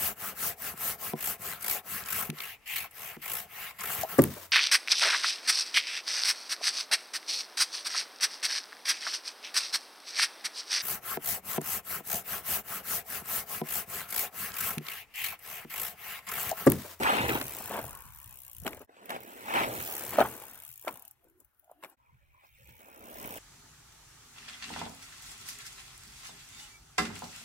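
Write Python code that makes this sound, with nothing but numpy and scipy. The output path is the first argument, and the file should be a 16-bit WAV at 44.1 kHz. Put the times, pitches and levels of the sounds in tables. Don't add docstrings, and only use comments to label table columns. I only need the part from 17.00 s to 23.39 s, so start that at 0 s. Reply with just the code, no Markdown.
import sys
import numpy as np
from scipy import signal
from scipy.fft import rfft, irfft
from scipy.io import wavfile
from scipy.ndimage import uniform_filter1d, map_coordinates

SR = 44100
rng = np.random.default_rng(int(sys.argv[2]) if len(sys.argv) > 2 else 0)


def inscribe(sig):
    pcm = np.round(np.clip(np.atleast_2d(sig).T, -1, 1) * 32767)
    wavfile.write(sys.argv[1], SR, pcm.astype(np.int16))


def attenuation_scalar(level_db):
    decades = np.asarray(level_db, float) / 20
    return 10 ** decades


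N = 281648

# start in seconds, end in seconds.
PASSES_S = [(0, 1.87), (1.87, 4.965), (4.965, 6.39)]
FADE_OUT_S, FADE_IN_S = 0.035, 0.015

# middle in seconds, time constant in seconds.
SWINGS_S = [(0.422, 0.21), (2.948, 0.21), (6.75, 0.395)]
RIGHT_MS, AHEAD_MS = 0.371, -0.095
# frequency in Hz, likeness from 0 to 1.
LIKENESS = [(60, 0.13), (130, 0.76), (500, 0.91), (1500, 0.65), (3000, 0.47), (6000, 0.17), (15000, 0.15)]
# frequency in Hz, multiplier of the lean.
LEAN_SHARE = [(100, 0.11), (1000, .3), (4000, .8), (10000, 0.97), (16000, 4.9)]
LEAN_DB, LEAN_DB_PER_MS = 0.5, -6.5

# frequency in Hz, relative level in dB per Hz.
GROUND_DB = [(45, -25.5), (65, -7.5), (85, -8), (125, -2.5), (170, -15.5), (240, -19.5)]
WIND_DB = [(15, -5.5), (30, -10.5), (50, -1.5), (80, 1.5), (130, -22.5)]
HUSH_DB = [(200, 8), (400, 1.5), (1200, -1), (1700, -1), (2500, -11), (4500, -8.5), (8000, -14.5),
           (12000, -22), (16000, -30)]
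HUSH_LEVEL_DB = -73
# time in seconds, level in dB.
BREEZE_DB = [(0, -60), (.5, -64), (.85, -59.5), (1.0, -60), (1.25, -59), (1.45, -64), (1.86, -54.5),
             (1.88, -97), (2.4, -83), (2.65, -58), (3.0, -72.5), (3.55, -66.5), (3.8, -73.5), (4.05, -81),
             (4.96, -85.5), (4.97, -78), (5.15, -68.5), (5.4, -72.5), (5.7, -62.5), (5.9, -72), (6.39, -66)]
BUFFET_DB, ROLL_DB, GUST_DB = -6.5, -18.5, 4
# start in seconds, length in seconds, level in dB.
THUMPS = [(0.05, 0.15, -56.5), (0.16, 0.18, -39.5), (0.332, 0.079, -47.5), (0.436, 0.032, -47),
          (.57, 0.035, -75), (0.785, .09, -53.5), (1.045, 0.017, -56), (1.227, 0.055, -62.5),
          (1.614, 0.021, -50), (1.76, .05, -69), (2.147, 0.08, -65), (2.508, 0.22, -53),
          (2.744, 0.082, -47.5), (3.08, .06, -57.5), (3.164, 0.088, -49), (3.287, .05, -55),
          (3.53, 0.045, -80), (3.9, 0.046, -67), (5.112, .04, -65), (5.597, 0.0433, -63),
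          (5.67, 0.057, -60), (6.324, 0.072, -64)]
HUMP_RISE, HUMP_T60_S = 0.53, 0.088

# time in seconds, level in dB.
WHIRR_DB = [(4.05, -75.5), (4.22, -70.5), (4.4, -70), (4.75, -70), (4.88, -61), (4.96, -78), (4.98, -80),
            (5.25, -79.5), (5.45, -71.5), (6.0, -70.5)]
# frequency in Hz, relative level in dB per Hz.
CHAIN_DB = [(7000, -21.5), (9500, -5), (12000, 3.5), (16000, 1)]

# start in seconds, length in seconds, level in dB,
# fall in dB per second (negative swells), centre in Hz.
BANDS = [(.84, .78, -51.5, 35.5, 1053), (0.899, .3, -57, 35, 1420), (3.306, 0.61, -57, 58.5, 1050),
         (3.871, .2, -62, 103.5, 1107), (4.2, 0.61, -75.5, 0, 1400), (4.242, .2, -67.5, 24, 340),
         (4.62, .2, -68, 11.5, 700), (4.7, .25, -72, -10.5, 320), (4.68, .27, -75.5, -4.5, 2860),
         (4.98, 1.05, -70.5, -5.5, 2346), (4.99, .17, -65, 39.5, 980), (4.988, .25, -71, 18, 1350),
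         (5.2, .2, -77.5, 3.5, 580), (5.337, .17, -63, 61.5, 1005), (5.579, 0.2, -67, 29, 520)]
BAND_WIDTH = 0.25

# start in seconds, level in dB (offset for thud and rattle),
# thud pitch in Hz, chain clack in dB.
KNOCKS = [(0.033, -40.5, 468, -16.5), (0.102, -12.5, 810, -25.5), (0.206, -24.5, 280, -41),
          (0.293, -29, 250, -19), (0.313, -17, 331, -47), (0.332, -31.5, 479, -28),
          (0.353, -16.5, 301, -26), (0.372, -36, 275, -73), (0.413, -25.5, 275, -21),
          (0.608, -32.5, 708, -57), (0.683, -31, 762, -43), (0.709, -25, 673, -36),
          (0.738, -42, 579, -32.5), (0.776, -29, 690, -46), (0.79, -22.5, 560, -32),
          (0.841, -30.5, 670, -46), (1.649, -33.5, 444, -54), (1.6655, -51.5, 600, -20),
          (1.6765, -28, 950, -20), (1.688, -49, 315, -40), (1.731, -40, 560, -36), (1.774, -36.5, 549, -45),
          (1.818, -44, 458, -72), (1.893, -41.5, 439, -50.5), (1.967, -46, 495, -48),
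          (2.094, -38, 673, -30), (2.104, -29, 738, -22), (2.125, -42, 608, -35), (2.143, -28, 576, -41),
          (2.162, -24.5, 592, -33), (2.538, -29, 826, -23.5), (2.803, -34.5, 361, -30.5),
          (3.14, -35, 584, -29.5), (3.185, -6, 659, -24), (3.1945, -15, 797, -26.5),
          (3.2037, -8.5, 600, -18), (3.211, -6.5, 759, -22), (3.218, -14.5, 641, -27.5),
          (3.224, -17.5, 695, -29.5), (3.254, -32, 797, -45), (3.417, -38, 554, -43),
          (3.846, -38, 565, -52.5), (3.8738, -22, 625, -40), (3.88, -24, 1193, -24.5),
          (3.889, -25, 953, -33), (4.402, -55, 369, -65), (4.696, -44, 684, -64),
          (4.713, -41.5, 676, -70.5), (4.827, -43.5, 934, -45), (4.836, -37, 900, -32.5),
          (4.846, -35, 536, -36), (4.858, -42.5, 331, -55), (5.436, -53.5, 600, -74.5),
          (5.883, -42.5, 600, -65), (6.247, -30, 250, -36)]
# frequency in Hz, relative level in dB per Hz.
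BODY_DB = [(150, -15), (300, -10), (700, -3), (1200, -3), (2500, -26.5)]
TICK_DB, CLACK_RISE_S = -12, 0.00082

# time in seconds, teeth passed so far.
TEETH = [
    [(0.283, 0), (0.413, 10), (0.549, 20), (0.695, 28), (0.815, 33), (0.865, 37), (0.908, 40), (0.973, 43),
     (1.054, 48), (1.087, 51), (1.123, 53), (1.173, 57), (1.243, 62), (1.326, 67), (1.48, 77), (1.635, 86),
     (1.676, 89), (1.724, 92), (1.817, 96), (1.847, 97)],
    [(2.205, 0), (2.377, 12), (2.522, 21), (2.634, 28), (2.714, 31), (2.924, 48), (3.149, 64), (3.261, 69),
     (3.378, 78), (3.422, 80), (3.453, 82), (3.512, 86), (3.534, 87), (3.556, 89), (3.576, 90), (3.601, 92),
     (3.622, 93), (3.678, 97), (3.739, 102), (3.796, 105), (3.813, 106), (3.862, 110), (3.973, 117),
     (3.995, 118), (4.079, 121), (4.111, 122)],
    [(4.99, 0), (5.321, 28), (5.399, 35), (5.4455, 39), (5.503, 44), (5.656, 57), (5.692, 59), (5.754, 63),
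     (5.8175, 68), (5.8715, 72), (5.929, 76), (6.056, 84), (6.171, 92), (6.242, 97), (6.373, 105)],
]
# time in seconds, level in dB.
RATCHET_DB = [
    [(0.283, -29), (.42, -32.5), (0.65, -33.5), (0.9, -38), (1.08, -46.5), (1.25, -42.5), (1.36, -41.5),
     (1.47, -40.5), (1.67, -41.5), (1.847, -46.5)],
    [(2.205, -44.5), (2.36, -47), (2.56, -41.5), (2.67, -39), (2.88, -29), (3.12, -32.5), (3.46, -42.5),
     (3.62, -41.5), (3.7, -41), (3.82, -43), (3.95, -41.5), (4.111, -42)],
    [(4.99, -67), (5.311, -63.5), (5.46, -58), (5.57, -57), (5.76, -50), (5.9, -51), (6.17, -40.5),
     (6.24, -38), (6.373, -37)],
]
# time in seconds, level in dB before scatter.
TICKS_DB = [(2.0571, -41), (2.1028, -65), (4.2428, -52.5), (4.2849, -53.5), (4.2988, -55), (4.4028, -46),
            (4.4472, -49.5), (4.5466, -61.5), (4.596, -50), (4.6441, -52.5), (4.7146, -50), (4.8983, -48.5),
            (5.1312, -70)]
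# frequency in Hz, relative level in dB per Hz.
PAWL_FRONT_DB = [(1500, -30.5), (2350, -6.5), (3300, -15.5), (4500, -19), (5500, -9.5), (7000, -14),
                 (10000, -11.5), (13000, -6), (15500, -4), (16200, -7)]
PAWL_BACK_DB = [(1500, -37.5), (2700, -11), (4500, -22), (6000, -14), (8000, -12.5), (11000, -7.5),
                (13500, -3.5), (16000, -8.5)]
SNAP_RISE_S, SNAP_T60_S, SHELL_DB, SHELL_T60_S = 0.0004, 0.008, -7, 0.04
STRIKE_DB = 10.5
RING_HZ, RING_DB, RING_T60_S, RING_SPREAD = 15400, -5.5, 0.02, 0.016

# frequency in Hz, relative level in dB per Hz.
THRUM_DB = [(120, -27.5), (200, 1), (300, 0), (500, 0.5), (700, 0), (1200, -25.5)]
ROAR_DB = [(400, -27.5), (650, -9), (850, -1), (1300, -7), (1700, -9), (2500, -41.5)]
GRIT_DB = [(900, -10), (1400, -1.5), (2500, 0.5), (3300, -5.5), (4500, -11.5), (8000, -39)]
SWISH_DB = [(3000, -18), (4500, 2.5), (6000, -1.5), (8000, 2), (11000, 0.5), (14000, 3.5), (16000, -4)]
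# time in seconds, nearness as grass swish level in dB,
# lumpiness of the ground in dB before each layer's factor.
RIDE = [
    [(0, -42.5, 7.5), (.3, -45, -9.5), (.45, -48, -4), (.65, -46.5, -8.5), (.88, -55, -1),
     (1.1, -61, -15.5), (1.35, -62, -10.5), (1.6, -65, -9), (1.72, -58, 9.5), (1.87, -71, -22)],
    [(1.871, -81.5, 8), (1.95, -66, 1), (2.08, -63, 10), (2.25, -61, 7), (2.46, -52, 0), (2.68, -45, 7),
     (2.83, -44.5, -4), (3.08, -45.5, -4.5), (3.34, -51.5, -1), (3.8, -65, -15.5), (3.93, -61.5, 3),
     (4.15, -70.5, -12.5), (4.5, -82.5, -12.5), (4.96, -85.5, -9)],
    [(4.966, -82.5, -7), (5.4, -73.5, -7), (5.6, -66.5, -14.5), (5.8, -70, 3.5), (6.0, -65, 11),
     (6.23, -52.5, 5), (6.39, -50, -0.5)],
]
# dB at nearness -55, dB per dB of nearness, dB per dB of lumpiness, dB per ms of bearing.
THRUM_LAW, ROAR_LAW, GRIT_LAW = (-54, 1.0636, 1.1, -5.2), (-56, 0.68, 0.42, 0.7), (-57, 0.76, 0.03, 10)
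# start in seconds, length in seconds, tread roar in dB,
# grit over roar in dB, casing thrum over roar in dB.
SCRUBS = [(0.007, 0.094, -30, -2.5, -21), (0.072, 0.11, -32.5, 0, -4.5), (0.165, 0.098, -38.5, 3.5, 2),
          (0.28, 0.019, -32, -0.5, 3.5), (0.317, 0.059, -38.5, -1.5, -3), (.40, 0.0083, -49.5, -11.5, 4.5),
          (0.548, 0.053, -64, -7, 9), (0.681, .11, -40.5, -6, -0.5), (1.653, 0.021, -44.5, -2.5, 10),
          (1.802, 0.014, -54.5, -10.5, 8.5), (1.887, .03, -63, -19, -7), (2.084, .04, -39.5, -11, -14),
          (2.129, 0.032, -53, 6.5, 13), (2.45, 0.11, -39, -6, -14.5), (2.533, 0.058, -28, -5, -12),
          (2.582, 0.062, -31, -3.5, -10.5), (3.109, .05, -42, -8, -2), (3.163, 0.053, -35, -6.5, 3.5),
          (3.239, .022, -42, -12.5, -6), (3.865, 0.016, -39, -21, -5), (4.232, 0.034, -77.5, -14, 11),
          (4.392, 0.026, -71.5, -15.5, 4), (4.823, 0.025, -52.5, -2, -0.5), (4.87, 0.072, -65, -5.5, -4.5),
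          (5.423, .03, -63, -17.5, -8), (5.68, 0.019, -75.5, 9.5, 3.5), (5.796, 0.014, -69.5, 0.5, 7),
          (6.238, 0.015, -63, -7, 3)]
SCRUB_SWISH_DB, SCRUB_SWISH_SLOPE = -53, 0.49

DIP_HZ, DIP_WIDTH_HZ, DIP_SHARE = 4695, 950, 0.5
EDGE_HZ = 16020


def evened(x):
    return x / np.sqrt(np.mean(x ** 2) + 1e-20)


def read(points, hz):
    f, value = np.transpose(points)
    return np.interp(np.log(hz + 1), np.log(f + 1), value)


def curve(rows, column=1):
    rows = np.asarray(rows, float)
    return np.interp(np.arange(N) / SR, rows[:, 0], rows[:, column])


def coloured(x, points):
    below = (points[0][0] / 2, points[0][1] - 40)
    above = (points[-1][0] * 1.7, points[-1][1] - 40)
    n = x.shape[-1]
    gain = attenuation_scalar(read([below, *points, above], np.fft.rfftfreq(n, 1 / SR)))
    return irfft(rfft(x, axis=-1) * gain, n, axis=-1)


def add(mix, s, sound):
    part = mix[max(round(s * SR), 0):][:len(sound)]
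    part += sound[:len(part)]


def smoothed_noise(width):
    return evened(uniform_filter1d(uniform_filter1d(rng.standard_normal(N), width), width))


def grains(per_s, spread_db, lump_db, lump_s, points):
    snaps = rng.standard_normal(N) * (rng.random(N) < per_s / SR)
    snaps *= attenuation_scalar(spread_db * np.minimum(rng.exponential(1, N), 4))
    lumps = smoothed_noise(max(round(lump_s * SR), 1))
    return evened(coloured(snaps * attenuation_scalar(lump_db * lumps), points))


def humps(rows, levels_db):
    out = np.zeros(N)
    for (s, length_s, *_), db in zip(rows, levels_db):
        t = np.arange(0, length_s + HUMP_T60_S, 1 / SR)
        rise = np.minimum(t / (HUMP_RISE * length_s), 1)
        add(out, s, rise * attenuation_scalar(db - 60 * np.maximum(t - length_s, 0) / HUMP_T60_S))
    return out


def bearing_ms():
    t, out = np.arange(N) / SR, np.zeros(N)
    for (start, _), (middle, takes) in zip(PASSES_S, SWINGS_S):
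        rightness = (1 - np.tanh((t - middle) / takes)) / 2
        out = np.where(t >= start, AHEAD_MS + (RIGHT_MS - AHEAD_MS) * rightness, out)
    return out


def patchy(x, patchy_db):
    z = signal.stft(x, SR, nperseg=1024, noverlap=512)[2]
    patches = uniform_filter1d(rng.standard_normal(z.shape[-2:]), size=10, axis=1)
    patches = evened(uniform_filter1d(patches, size=3, axis=0))
    return signal.istft(z * attenuation_scalar(patchy_db * patches), SR, nperseg=1024, noverlap=512)[1][..., :N]


def surroundings():
    shared, left, right = evened(coloured(rng.standard_normal((3, N)), GROUND_DB))
    breeze = attenuation_scalar(curve(BREEZE_DB) + GUST_DB * smoothed_noise(2600))
    rumble = attenuation_scalar(curve(np.concatenate(RIDE)) + ROLL_DB)
    ground = rumble + humps(THUMPS, np.transpose(THUMPS)[2]) + attenuation_scalar(BUFFET_DB) * breeze
    thump = ground * (shared + 0.13 * np.array([left, right]))
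    wind = breeze * evened(coloured(rng.standard_normal((2, N)), WIND_DB))
    hush = patchy(evened(coloured(rng.standard_normal((2, N)), HUSH_DB)), 3.0)
    return thump + wind + attenuation_scalar(HUSH_LEVEL_DB) * hush


def chain():
    start_s, end_s = WHIRR_DB[0][0], WHIRR_DB[-1][0]
    sounding = np.zeros(N)
    add(sounding, start_s, signal.windows.tukey(round((end_s - start_s) * SR), 0.08))
    return sounding * attenuation_scalar(curve(WHIRR_DB)) * grains(11000, 1.5, 1.0, 0.012, CHAIN_DB)


def narrow_bands():
    out = np.zeros(N)
    for s, length_s, db, fall_db, hz in BANDS:
        t = np.arange(0, length_s, 1 / SR)
        r = np.exp(-np.pi * BAND_WIDTH * hz / SR)
        noise = rng.standard_normal(len(t)) + 1j * rng.standard_normal(len(t))
        slow = signal.lfilter([1], [1, -2 * r, r * r], noise)
        band = (slow * np.exp(2j * np.pi * hz * t)).real
        add(out, s, attenuation_scalar(db - fall_db * t) * evened(band) * signal.windows.tukey(len(t), 0.15))
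    return out


def knocks():
    t, out = np.arange(4096) / SR, np.zeros(N)
    rise, clack_rise = np.minimum(t / 0.0025, 1), np.minimum(t / CLACK_RISE_S, 1)
    noise = rng.standard_normal((len(KNOCKS), 3, len(t)))
    rattles = evened(coloured(noise[:, 0], BODY_DB))
    clacks = evened(coloured(noise[:, 1], GRIT_DB))
    ticks = evened(coloured(noise[:, 2], SWISH_DB))
    for (s, db, hz, clack_db), rattle, clack, tick in zip(KNOCKS, rattles, clacks, ticks):
        thud = attenuation_scalar(db + 6 - 60 * t / 0.015) * np.sin(2 * np.pi * hz * t)
        tail = attenuation_scalar(db - 11.5 - 60 * t / 0.064) * rattle
        chain_slap = attenuation_scalar(-60 * t / 0.013) * clack + attenuation_scalar(TICK_DB - 60 * t / 0.03) * tick
        add(out, s, rise * (thud + tail) + clack_rise * attenuation_scalar(clack_db) * chain_slap)
    return signal.sosfilt(signal.butter(2, 180, "high", fs=SR, output="sos"), out)


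def freewheel():
    t, out = np.arange(1300) / SR, np.zeros(N)
    rise = np.minimum(t / SNAP_RISE_S, 1)
    shape = rise * (attenuation_scalar(-60 * t / SNAP_T60_S) + attenuation_scalar(SHELL_DB - 60 * t / SHELL_T60_S))
    ring_shape = rise * attenuation_scalar(RING_DB - 60 * t / RING_T60_S)
    level_db = curve(np.concatenate(RATCHET_DB))
    facing = np.clip((bearing_ms() - AHEAD_MS) / (RIGHT_MS - AHEAD_MS), 0, 1)
    clicks = list(TICKS_DB)
    for coast in TEETH:
        s, teeth = np.transpose(coast)
        for drop_s in np.interp(np.arange(teeth[0], teeth[-1] + 1), teeth, s):
            clicks.append((drop_s, level_db[min(round(drop_s * SR), N - 1)]))
    noise = rng.standard_normal((len(clicks), len(t)))
    noise[:, round(SNAP_RISE_S * SR)] += attenuation_scalar(STRIKE_DB)
    fronts, backs = evened(coloured(noise, PAWL_FRONT_DB)), evened(coloured(noise, PAWL_BACK_DB))
    scatter = rng.standard_normal((len(clicks), 2))
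    for (s, db), front, back, (louder, sharper) in zip(clicks, fronts, backs, scatter):
        share = facing[round(s * SR)]
        ring = ring_shape * np.sin(2 * np.pi * RING_HZ * (1 + RING_SPREAD * sharper) * t)
        snap = shape * (share * front + (1 - share) * back)
        add(out, s, attenuation_scalar(db + 0.98 * louder) * (ring + snap))
    return out


def tyres():
    rows, side_ms = np.concatenate(RIDE), bearing_ms()
    near_db, lumpy_db = curve(rows), curve(rows, column=2)

    def roll(db, per_near, per_lump, per_ms):
        return attenuation_scalar(db + per_near * (near_db + 55) + per_lump * lumpy_db + per_ms * side_ms)

    roar_db, grit_over_db, thrum_over_db = np.transpose(SCRUBS)[2:]
    grit_db, thrum_db = roar_db + grit_over_db, roar_db + thrum_over_db
    swish_db = SCRUB_SWISH_DB + SCRUB_SWISH_SLOPE * (grit_db + 40)
    thrum = (roll(*THRUM_LAW) + humps(SCRUBS, thrum_db)) * grains(3400, 2.6, 0.4, 0.0053, THRUM_DB)
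    roar = (roll(*ROAR_LAW) + humps(SCRUBS, roar_db)) * grains(3000, 0.9, 0.4, 0.022, ROAR_DB)
    grit = (roll(*GRIT_LAW) + humps(SCRUBS, grit_db)) * grains(7000, 2.3, 0.27, 0.0017, GRIT_DB)
    swish = (attenuation_scalar(near_db) + humps(SCRUBS, swish_db)) * grains(15000, 1.2, 0.94, 0.004, SWISH_DB)
    return thrum + roar + grit + swish


def ports(direct):
    late_ms = bearing_ms()
    at = np.arange(N) - np.array([[0.5], [-0.5]]) * late_ms * SR / 1000
    fine = signal.resample_poly(direct, 2, 1)
    pair = np.array([map_coordinates(fine, [2 * a], order=3) for a in at])
    hz, t, z = signal.stft(pair, SR, nperseg=256)
    same = np.clip(read(LIKENESS, hz), 0, 1)[:, None]
    turns = np.repeat(rng.random((z.shape[2] // 4 + 1, len(hz))), 4, 0)[:z.shape[2]].T
    z[1] *= same + np.sqrt(1 - same ** 2) * np.exp(2j * np.pi * turns)
    side_db = LEAN_DB + LEAN_DB_PER_MS * np.interp(t * SR, np.arange(N), late_ms)
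    lean_db = np.outer(read(LEAN_SHARE, hz), side_db)
    z *= attenuation_scalar([lean_db / 2, -lean_db / 2])
    return signal.istft(z, SR, nperseg=256)[1][:, :N]


def scene():
    patched = patchy(tyres(), 1.3)
    return ports(patched + narrow_bands() + chain() + freewheel() + knocks()) + surroundings()


def suppress(x):
    hz, _, z = signal.stft(x, SR, nperseg=1024, noverlap=768)
    power = uniform_filter1d((abs(z) ** 2).mean(0), size=9, axis=1)
    power = uniform_filter1d(power, size=2, axis=0) + 1e-20
    quiet = uniform_filter1d(np.percentile(power, 15, axis=1), size=9)[:, None]
    keep = np.clip(1 - quiet / power, attenuation_scalar(-10), 1)
    keep = np.where(hz[:, None] > 150, keep, 1)
    return signal.istft(z * keep, SR, nperseg=1024, noverlap=768)[1][:, :N]


def low_pass(x):
    return signal.sosfilt(signal.butter(12, 17140, fs=SR, output="sos"), x)


def record(dry):
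    t, fade = np.arange(N) / SR, np.ones(N)
    for joint, _ in PASSES_S[1:]:
        fade *= np.clip(np.maximum((joint - t) / FADE_OUT_S, (t - joint) / FADE_IN_S), 0.02, 1)
    peak = signal.lfilter(*signal.iirpeak(DIP_HZ, DIP_HZ / DIP_WIDTH_HZ, SR), dry)
    cleaned = suppress(dry - DIP_SHARE * peak)
    edge = signal.firwin(255, EDGE_HZ, window=("kaiser", 5), fs=SR)
    limited = signal.oaconvolve(cleaned, edge[None], "same")
    return low_pass(limited * fade)


dry = scene()
out = record(dry)
inscribe(out)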